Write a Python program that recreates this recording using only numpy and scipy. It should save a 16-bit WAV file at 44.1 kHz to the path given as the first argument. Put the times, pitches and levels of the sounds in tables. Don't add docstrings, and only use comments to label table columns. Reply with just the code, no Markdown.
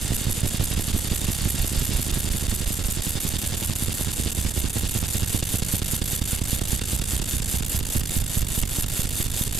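import sys
import numpy as np
from scipy import signal
from scipy.fft import rfft, irfft
from scipy.io import wavfile
from scipy.ndimage import uniform_filter1d

SR = 44100
rng = np.random.default_rng(int(sys.argv[2]) if len(sys.argv) > 2 else 0)


def dump(signal):
    limited = np.clip(np.atleast_2d(signal).T, -1, 1)
    pcm = np.round(limited * 32767).astype(np.int16)
    wavfile.write(sys.argv[1], SR, pcm)


N = 422919

LINE_COUNT, STEPS, FIRST_LINE_S = 51, 600, .013

# first line, last line, place on the first line, place midway, place on the last line,
# flare strength in dB, inrush of air in dB relative to the flare, knock strength in relative dB.
FLARE_CONTOURS = [(38, 50, .093, .089, .091, -19.5, -12, -11), (21, 29, .127, .129, .139, -16.5, -13, -8),
                  (9, 15, .168, .16, .18, -18, -16, -8), (16, 21, .194, .2, .196, -19, -9, -4),
                  (22, 28, .193, .192, .193, -22, -6, -2), (29, 36, .194, .197, .205, -15, -14, 3),
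                  (37, 39, .208, .211, .214, -19.5, -14, -2), (40, 50, .198, .196, .195, -27, -16, -16),
                  (0, 5, .235, .257, .275, -18.5, -18, -2), (6, 16, .263, .254, .255, -23, -16, -5),
                  (11, 20, .312, .32, .318, -22, -18, -5), (4, 12, .392, .402, .397, -20, -20, -6),
                  (9, 14, .477, .48, .49, -22, -16, -6), (0, 3, .577, .581, .583, -20, -16, -2),
                  (0, 8, .675, .663, .654, -16.5, -16, 2), (0, 8, .737, .724, .712, -23, -16, -2),
                  (0, 18, .785, .757, .72, -18.5, -16, 1), (0, 9, .808, .79, .775, -26, -16, -12),
                  (19, 27, .723, .731, .742, -22, -14, -1), (21, 37, .812, .78, .772, -16.5, -18, 2),
                  (38, 42, .772, .775, .783, -18, -16, -3), (26, 31, .833, .832, .83, -21, -14, 0),
                  (10, 20, .797, .79, .775, -23, -16, -5), (42, 49, .826, .812, .803, -16, -15, -1),
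                  (35, 41, .862, .846, .831, -25, -16, -9)]


def undb(db):
    return 10 ** (np.asarray(db) / 20)


def level(x, db):
    return x * undb(db) / np.sqrt(np.mean(x ** 2))


def curve(points, hz):
    f, db = np.transpose(points)
    return np.interp(np.log(hz + 1), np.log(f), db)


def colour(x, points, rings=(), share=1, size=8192):
    hz = np.arange(size // 2 + 1) * SR / size
    smooth_db = share * curve(points, hz)
    rings_db = sum(lift / (1 + (2 * (hz - f) / width) ** 2) for f, width, lift in rings)
    cepstrum = irfft(np.log(undb(smooth_db + rings_db)))
    cepstrum[1:size // 2] *= 2
    cepstrum[size // 2 + 1:] = 0
    response = irfft(np.exp(rfft(cepstrum)))
    return signal.fftconvolve(x, response)[:N]


def line_seconds():
    first_s, grow_s_per_line, ease_s_per_line2 = .161917, .0013422, 7.395e-6
    line = np.arange(LINE_COUNT)
    return first_s + grow_s_per_line * line - ease_s_per_line2 * line ** 2


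def draw(table, profile):
    picture, place = np.zeros((LINE_COUNT, STEPS)), np.arange(STEPS) / STEPS
    for first, last, start, middle, end, *shape in table:
        lines = np.arange(int(first), int(last) + 1)
        s = np.linspace(0, 1, len(lines))[:, None]
        centre = start * (1 - s) * (1 - 2 * s) + 4 * middle * s * (1 - s) + end * s * (2 * s - 1)
        picture[lines] += profile(place - centre, line_seconds()[lines, None], *shape)
    return picture


def relief(size, count):
    detail = uniform_filter1d(rng.standard_normal((LINE_COUNT, STEPS)), size, axis=1)
    return level(uniform_filter1d(detail, count, axis=0), 0)


def sweep(picture):
    starts = FIRST_LINE_S + np.r_[0, np.cumsum(line_seconds())]
    travelled_lines = np.interp(np.arange(N) / SR, starts, np.arange(len(starts)))
    return np.interp(travelled_lines * STEPS, np.arange(picture.size), picture.ravel())


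def broad_strokes():
    # first line, last line, place on the first line,
    # place midway, place on the last line, half width, relative burn in dB (negative is spared).
    stroke_rows = [(0, 50, .077, .041, .019, .009, -9), (0, 50, .125, .085, .052, .008, -3.5),
                   (30, 47, .132, .128, .132, .038, -16), (48, 50, .14, .145, .15, .025, -10),
                   (18, 29, .165, .155, .155, .015, -10), (7, 17, .16, .175, .185, .025, -5),
                   (29, 50, .289, .256, .236, .026, -16), (41, 50, .21, .21, .21, .016, -7),
                   (12, 50, .45, .366, .313, .022, -16), (12, 21, .44, .405, .36, .018, -8),
                   (23, 50, .525, .452, .418, .014, -12), (18, 50, .55, .435, .38, .016, -5),
                   (1, 7, .538, .521, .511, .024, -8), (24, 26, .55, .55, .55, .03, -17),
                   (41, 43, .497, .497, .498, .018, -14), (35, 50, .515, .51, .512, .007, -6),
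                   (19, 23, .575, .565, .56, .028, -6), (16, 50, .655, .592, .555, .007, -7),
                   (19, 50, .697, .63, .595, .009, -9), (27, 50, .72, .69, .68, .06, 2),
                   (41, 50, .86, .85, .845, .02, 2), (0, 50, .835, .86, .862, .02, 2),
                   (0, 50, .878, .892, .893, .013, -7), (0, 50, .922, .925, .922, .017, 2.5),
                   (0, 50, .98, .962, .955, .024, -12), (21, 21, .36, .36, .36, .026, -15),
                   (17, 17, .51, .51, .51, .016, -14), (16, 16, .68, .68, .68, .014, -12),
                   (19, 19, .82, .82, .82, .014, -11)]

    def flat_topped(offset, line_s, width, db):
        return db * np.exp(-(offset / width) ** 8)

    return draw(stroke_rows, flat_topped)


def rosettes():
    rosette_rows = [(-4, .597, 10.5, .045, 0, .5, .5, 1), (3, .505, 14, .06, .0003, .7, 0, 1),
                    (3, .688, 11.5, .05, -.001, .7, .7, 1), (8, .359, 12, .044, .0003, .7, .85, 1),
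                    (15.5, .283, 12.5, .044, .0002, .85, .95, 1), (28.5, .213, 12.5, .038, .0003, .9, 1, 1),
                    (15.5, .757, 13, .046, -.0013, .45, .4, .8), (29, .803, 11, .038, -.0009, .55, .6, .6),
                    (36, .775, 7, .026, -.0006, .6, .7, .4), (25, .122, 4, .013, .001, .9, 0, 1),
                    (42, .079, 5.5, .011, -.0003, .9, 0, 1), (12, .508, 4.5, .026, .0005, .6, 0, 1)]
    inner_radius, ring_width = 0.36, 0.0041
    line, place = np.arange(LINE_COUNT)[:, None], np.arange(STEPS) / STEPS
    petals = outlines = np.zeros((LINE_COUNT, STEPS))
    for row, at, height, width, lean, outer, inner, shade in rosette_rows:
        radius = np.hypot((line - row) / height, (place - at - lean * (line - row)) / width)
        outer_ring = outer * np.exp(-((radius - 0.99) * width / ring_width) ** 2)
        inner_ring = inner * np.exp(-((radius - inner_radius) * width / ring_width) ** 2)
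        covered = radius < 1 + ring_width / width
        petals = np.where(covered, shade, petals)
        outlines = np.where(covered, outer_ring + inner_ring, outlines)
    return petals, outlines


def burn(petals, outlines):
    stroke_contrast, petal_db, ring_db, fine_db = 0.92, -3.5, 0.5, 2.26
    strokes = stroke_contrast * broad_strokes() * (1 - outlines)
    depth_db = strokes + petal_db * petals + ring_db * outlines + fine_db * relief(size=5, count=4)
    return np.minimum(sweep(depth_db), 4.)


def workshop():
    # frequency in Hz, relative strength in dB per Hz.
    shop_spectrum = [(20, -41), (100, -23), (300, -7.5), (700, -19), (2000, -21), (8000, -57), (16000, -25)]
    return np.array([level(colour(rng.standard_normal(N), shop_spectrum), -47.5) for _ in range(2)])


def stirred_air(thuds, air_db):
    # frequency in Hz, relative strength in dB per Hz.
    air_spectrum = [(15, 4), (28, -4.5), (42, -3.5), (65, 9.5), (100, -4), (200, -12.5), (400, -29.5),
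                    (1000, -22.5), (4000, -66)]
    stir_power = 0.51
    push = uniform_filter1d(np.abs(thuds[0]), size=SR // 45)
    stir = level(push ** stir_power, 0)
    eddies = level(colour(sweep(relief(size=2, count=6)), air_spectrum), 0)
    return eddies * stir * undb(air_db)


def swells(swell_db=-1.17, uneven_db=0.74):
    swell_rows = [(0, 50, .117, .078, .053, .012, .06), (0, 50, .07, .04, .025, .012, -.025),
                  (22, 50, .345, .32, .292, .009, .06), (25, 27, .29, .295, .3, .018, .1),
                  (25, 27, .34, .34, .34, .025, -.07), (8, 17, .425, .415, .4, .025, -.04),
                  (19, 30, .465, .435, .41, .008, .05), (19, 50, .5, .415, .373, .009, -.07),
                  (28, 50, .54, .49, .472, .011, -.1), (33, 50, .48, .458, .455, .009, .05),
                  (35, 50, .53, .528, .535, .01, .07), (29, 50, .625, .598, .585, .007, .065),
                  (18, 27, .635, .617, .603, .007, -.05), (20, 36, .56, .575, .585, .035, .028),
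                  (0, 8, .485, .492, .505, .011, -.09), (9, 16, .508, .52, .528, .019, -.155),
                  (8, 16, .565, .568, .57, .016, .12), (9, 16, .6, .6, .6, .03, .06),
                  (0, 5, .598, .608, .62, .014, -.2), (5, 9, .68, .677, .675, .011, -.18),
                  (10, 14, .695, .697, .7, .01, -.16), (14, 23, .75, .733, .735, .009, -.07),
                  (38, 50, .13, .128, .125, .022, -.04), (9, 17, .325, .325, .33, .022, .05),
                  (11, 23, .285, .285, .28, .014, -.04), (21, 42, .89, .89, .885, .009, .015),
                  (9, 16, .545, .55, .552, .012, -.04), (0, 50, .895, .905, .905, .018, -.045),
                  (5, 43, .94, .94, .937, .01, .075), (0, 50, .975, .972, .968, .025, -.025)]

    def bulge(offset, line_s, width, pressure):
        return pressure * np.exp(-(offset / width) ** 2)

    edges = draw(swell_rows, bulge)
    return sweep(edges * undb(swell_db + uneven_db * relief(size=40, count=2)))


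def puff(age_s, rise_s):
    age = np.maximum(age_s / rise_s + 1, 0)
    return age * (np.exp(1 - age) - np.exp(1 - age / 4) / 4 ** 2)


def flare(offset, line_s, db, inrush_db, knock_db):
    rise_s, after_s, after_db = 0.0014, 0.00884, -18
    inrush_s, inrush_delay_s = 0.0033, 0.0048
    age_s = offset * line_s
    inrush = undb(inrush_db) * puff(age_s - inrush_delay_s, inrush_s)
    second = undb(after_db) * puff(age_s - after_s, rise_s)
    return undb(db) * (puff(age_s, rise_s) - inrush + second)


def small_flares(outlines, uneven_db, small_db=-51.0, rise_s=0.00088):
    crossings = sweep(outlines * undb(2 * uneven_db * relief(size=20, count=4)))
    one_puff = puff(np.arange(SR // 10) / SR - rise_s, rise_s)
    return level(signal.fftconvolve(crossings ** 2, one_puff)[:N], small_db)


def surges(burn_db, surge_db=-43.5):
    # frequency in Hz, relative strength in dB per Hz.
    surge_spectrum = [(20, -2), (45, 1.5), (90, -7), (130, -1.5), (200, -6.5), (400, -23.5), (800, -46),
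                      (2000, -54)]
    delay_s = .0035
    vapour_share = 0.25
    vapour = np.interp(np.arange(N) - delay_s * SR, np.arange(N), undb(vapour_share * burn_db))
    return level(colour(np.gradient(vapour), surge_spectrum), surge_db)


def plume(burn_db, outlines, flare_db=3, uneven_db=0.73, swirl_db=-45):
    # frequency in Hz, gain in dB.
    thud_curve = [(20, -5), (50, -3), (100, -1), (200, 0.5), (350, -2), (700, -12), (1500, -11.5)]
    # frequency in Hz, relative strength in dB per Hz.
    swirl_spectrum = [(40, 6.5), (120, 1.5), (230, 6), (480, -2.5), (750, -14.5), (1200, -6.5), (3000, -62)]
    loud = sweep(draw(FLARE_CONTOURS, flare) * undb(flare_db + uneven_db * relief(size=20, count=1)))
    flares = loud + small_flares(outlines, uneven_db)
    gust = np.maximum(flares, 0)
    swirl = np.array([colour(rng.standard_normal(N) * gust, swirl_spectrum) for _ in range(2)])
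    return colour(flares, thud_curve) + surges(burn_db) + level(swirl, swirl_db)


def bite(offset, line_s, db, inrush_db, knock_db):
    lead_s, length_s = 0.002914, 0.00049
    return undb(knock_db) * np.exp(-((offset * line_s + lead_s) / length_s) ** 2)


def knocks(knock_db=-47, grit=1.8, uneven_db=0.6):
    # frequency in Hz, gain in dB.
    knock_curve = [(60, -29), (200, -4.5), (420, 3), (660, 3), (900, -3), (1500, -4), (3500, -9),
                   (7000, -27)]
    pushes = sweep(draw(FLARE_CONTOURS, bite) * undb(uneven_db * relief(size=20, count=1)))
    sides = [colour(pushes * (1 + grit * rng.standard_normal(N)), knock_curve) for _ in range(2)]
    return level(np.array(sides), knock_db)


def blasts(scatter_db=3.5):
    strength = undb(scatter_db * rng.standard_normal(N))
    return level(rng.standard_normal(N) * strength, 0)


def blast_band(hz, kind):
    return signal.sosfilt(signal.butter(4, hz, kind, fs=SR, output="sos"), blasts())


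def shots(burn_db, sizzle_db, sheen_db, petal, outline):
    # frequency in Hz, relative strength in dB per Hz.
    shot_spectrum = [(100, 3), (600, -5.5), (1200, -11), (2300, -8.5), (3000, -5), (4200, -6), (5600, -7),
                     (6600, -6.5), (7200, -2.5), (9200, -3.5), (10000, -4.5), (12400, -4.5), (13500, -15),
                     (15800, -24)]
    # frequency in Hz, width in Hz, lift in dB (negative is a hollow).
    metal_rings = [(1400, 90, 4.5), (1676, 90, 3.5), (1862, 70, 5), (2150, 150, 2), (2770, 220, 4),
                   (3480, 250, 2.8), (3680, 200, 5.7), (4230, 200, -2), (4480, 220, 4.5), (4800, 220, 2.5),
                   (5133, 110, 5), (5580, 150, -2), (6146, 200, 5), (6570, 180, -5), (6950, 350, 2),
                   (7775, 220, 2.5), (8420, 220, -4), (8897, 220, 5), (10000, 350, -2.5), (10635, 200, 5.5),
                   (11370, 250, 7), (12185, 220, 5), (12620, 250, 3.5)]
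    sizzle_hz, sheen_hz = 6000, 10300
    coarse_power, sizzle_power, sheen_power = 0.79, 1.17, 1.17
    rasp_db, sheen_petal_db = 3, -4.5
    crackle_db = 5.5
    sheen_rise_db, grain_db, spurt_db, spit_db = 6, 2.34, 1.74, -16

    spits = (rng.random(N) < 200 / SR) * rng.standard_normal(N)
    grain = np.tanh(sweep(relief(size=12, count=2)))
    coarse_db = coarse_power * burn_db + rasp_db * petal + crackle_db * outline + grain_db * grain
    coarse = (blast_band(sizzle_hz, "low") + level(spits, spit_db)) * undb(coarse_db - rasp_db / 2)

    sizzle = blast_band([sizzle_hz, sheen_hz], "band") * undb(sizzle_power * burn_db + sizzle_db)

    along = sweep(np.tile(np.linspace(-.5, .5, STEPS), (LINE_COUNT, 1)))
    spurts = sweep(relief(size=30, count=3))
    sheen_gain_db = sheen_power * burn_db + sizzle_db + sheen_db + sheen_petal_db * petal
    sheen_gain_db = sheen_gain_db + sheen_rise_db * along + spurt_db * spurts
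    sheen = blast_band(sheen_hz, "high") * undb(sheen_gain_db)
    return level(colour(coarse + sizzle + sheen, shot_spectrum, metal_rings), 0)


def reflections(x, room_db, room_t60_s):
    t = np.arange(SR // 2) / SR
    tail = rng.standard_normal((2, len(t))) * undb(-60 * t / room_t60_s) * (t > .001)
    tail *= undb(room_db) / np.linalg.norm(tail[0])
    return x + signal.fftconvolve(x[None], tail, axes=1)[:, :N]


def engraving_hiss(*burning):
    # frequency in Hz, gain in dB.
    scatter_curve = [(300, -1), (1200, -11.5), (3000, -7.5), (9000, -8), (11500, -10.5), (13000, -1),
                     (15800, 1)]
    scattered = colour(shots(*burning), scatter_curve) * np.array([[1], [-1]])
    return reflections(shots(*burning), room_db=-16, room_t60_s=0.04) + scattered


def scene():
    # time in seconds, hiss level in dB, extra sizzle in dB,
    # extra sheen in dB, stirred air level in dB.
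    work_drift = [(0, -30, 1.5, -1.5, -39), (1, -31, 2.5, -0.5, -33), (1.8, -29.5, 1.5, 0.5, -41.5),
                  (2.5, -32, 3, -1, -39.5), (3.2, -30, 2, 0, -36), (4.6, -30.5, 2.5, -1, -32),
                  (6, -29.5, 2, 0, -37.5), (7.2, -30.5, 2.5, -1.5, -34.5), (8.4, -30, 1.5, 0.5, -32),
                  (9.6, -29.5, 1.5, -1, -39)]
    s, *columns = np.transpose(work_drift)
    hiss_db, sizzle_db, sheen_db, air_db = (np.interp(np.arange(N) / SR, s, c) for c in columns)
    petals, outlines = rosettes()
    burn_db = burn(petals, outlines)
    thuds = plume(burn_db, outlines) + swells()
    air = stirred_air(thuds, air_db)
    hiss = engraving_hiss(burn_db, sizzle_db, sheen_db, sweep(petals), sweep(outlines)) * undb(hiss_db)
    return workshop() + air + thuds + knocks() + hiss


def record(dry):
    # frequency in Hz, difference in dB.
    side_difference = [(60, -5.8), (130, -6.2), (220, -8.5), (380, -8), (700, -4.5), (1300, -2),
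                       (2400, -1.3), (7000, -1), (10000, -1.5), (11500, .8), (12700, -.8), (13800, -5),
                       (15500, 0)]
    sides = np.array([colour(x, side_difference, share=side / 2) for x, side in zip(dry, (1, -1))])
    top_hz = 15600
    return signal.sosfilt(signal.ellip(10, .2, 80, top_hz, fs=SR, output="sos"), sides)


dry = scene()
out = record(dry)
dump(out)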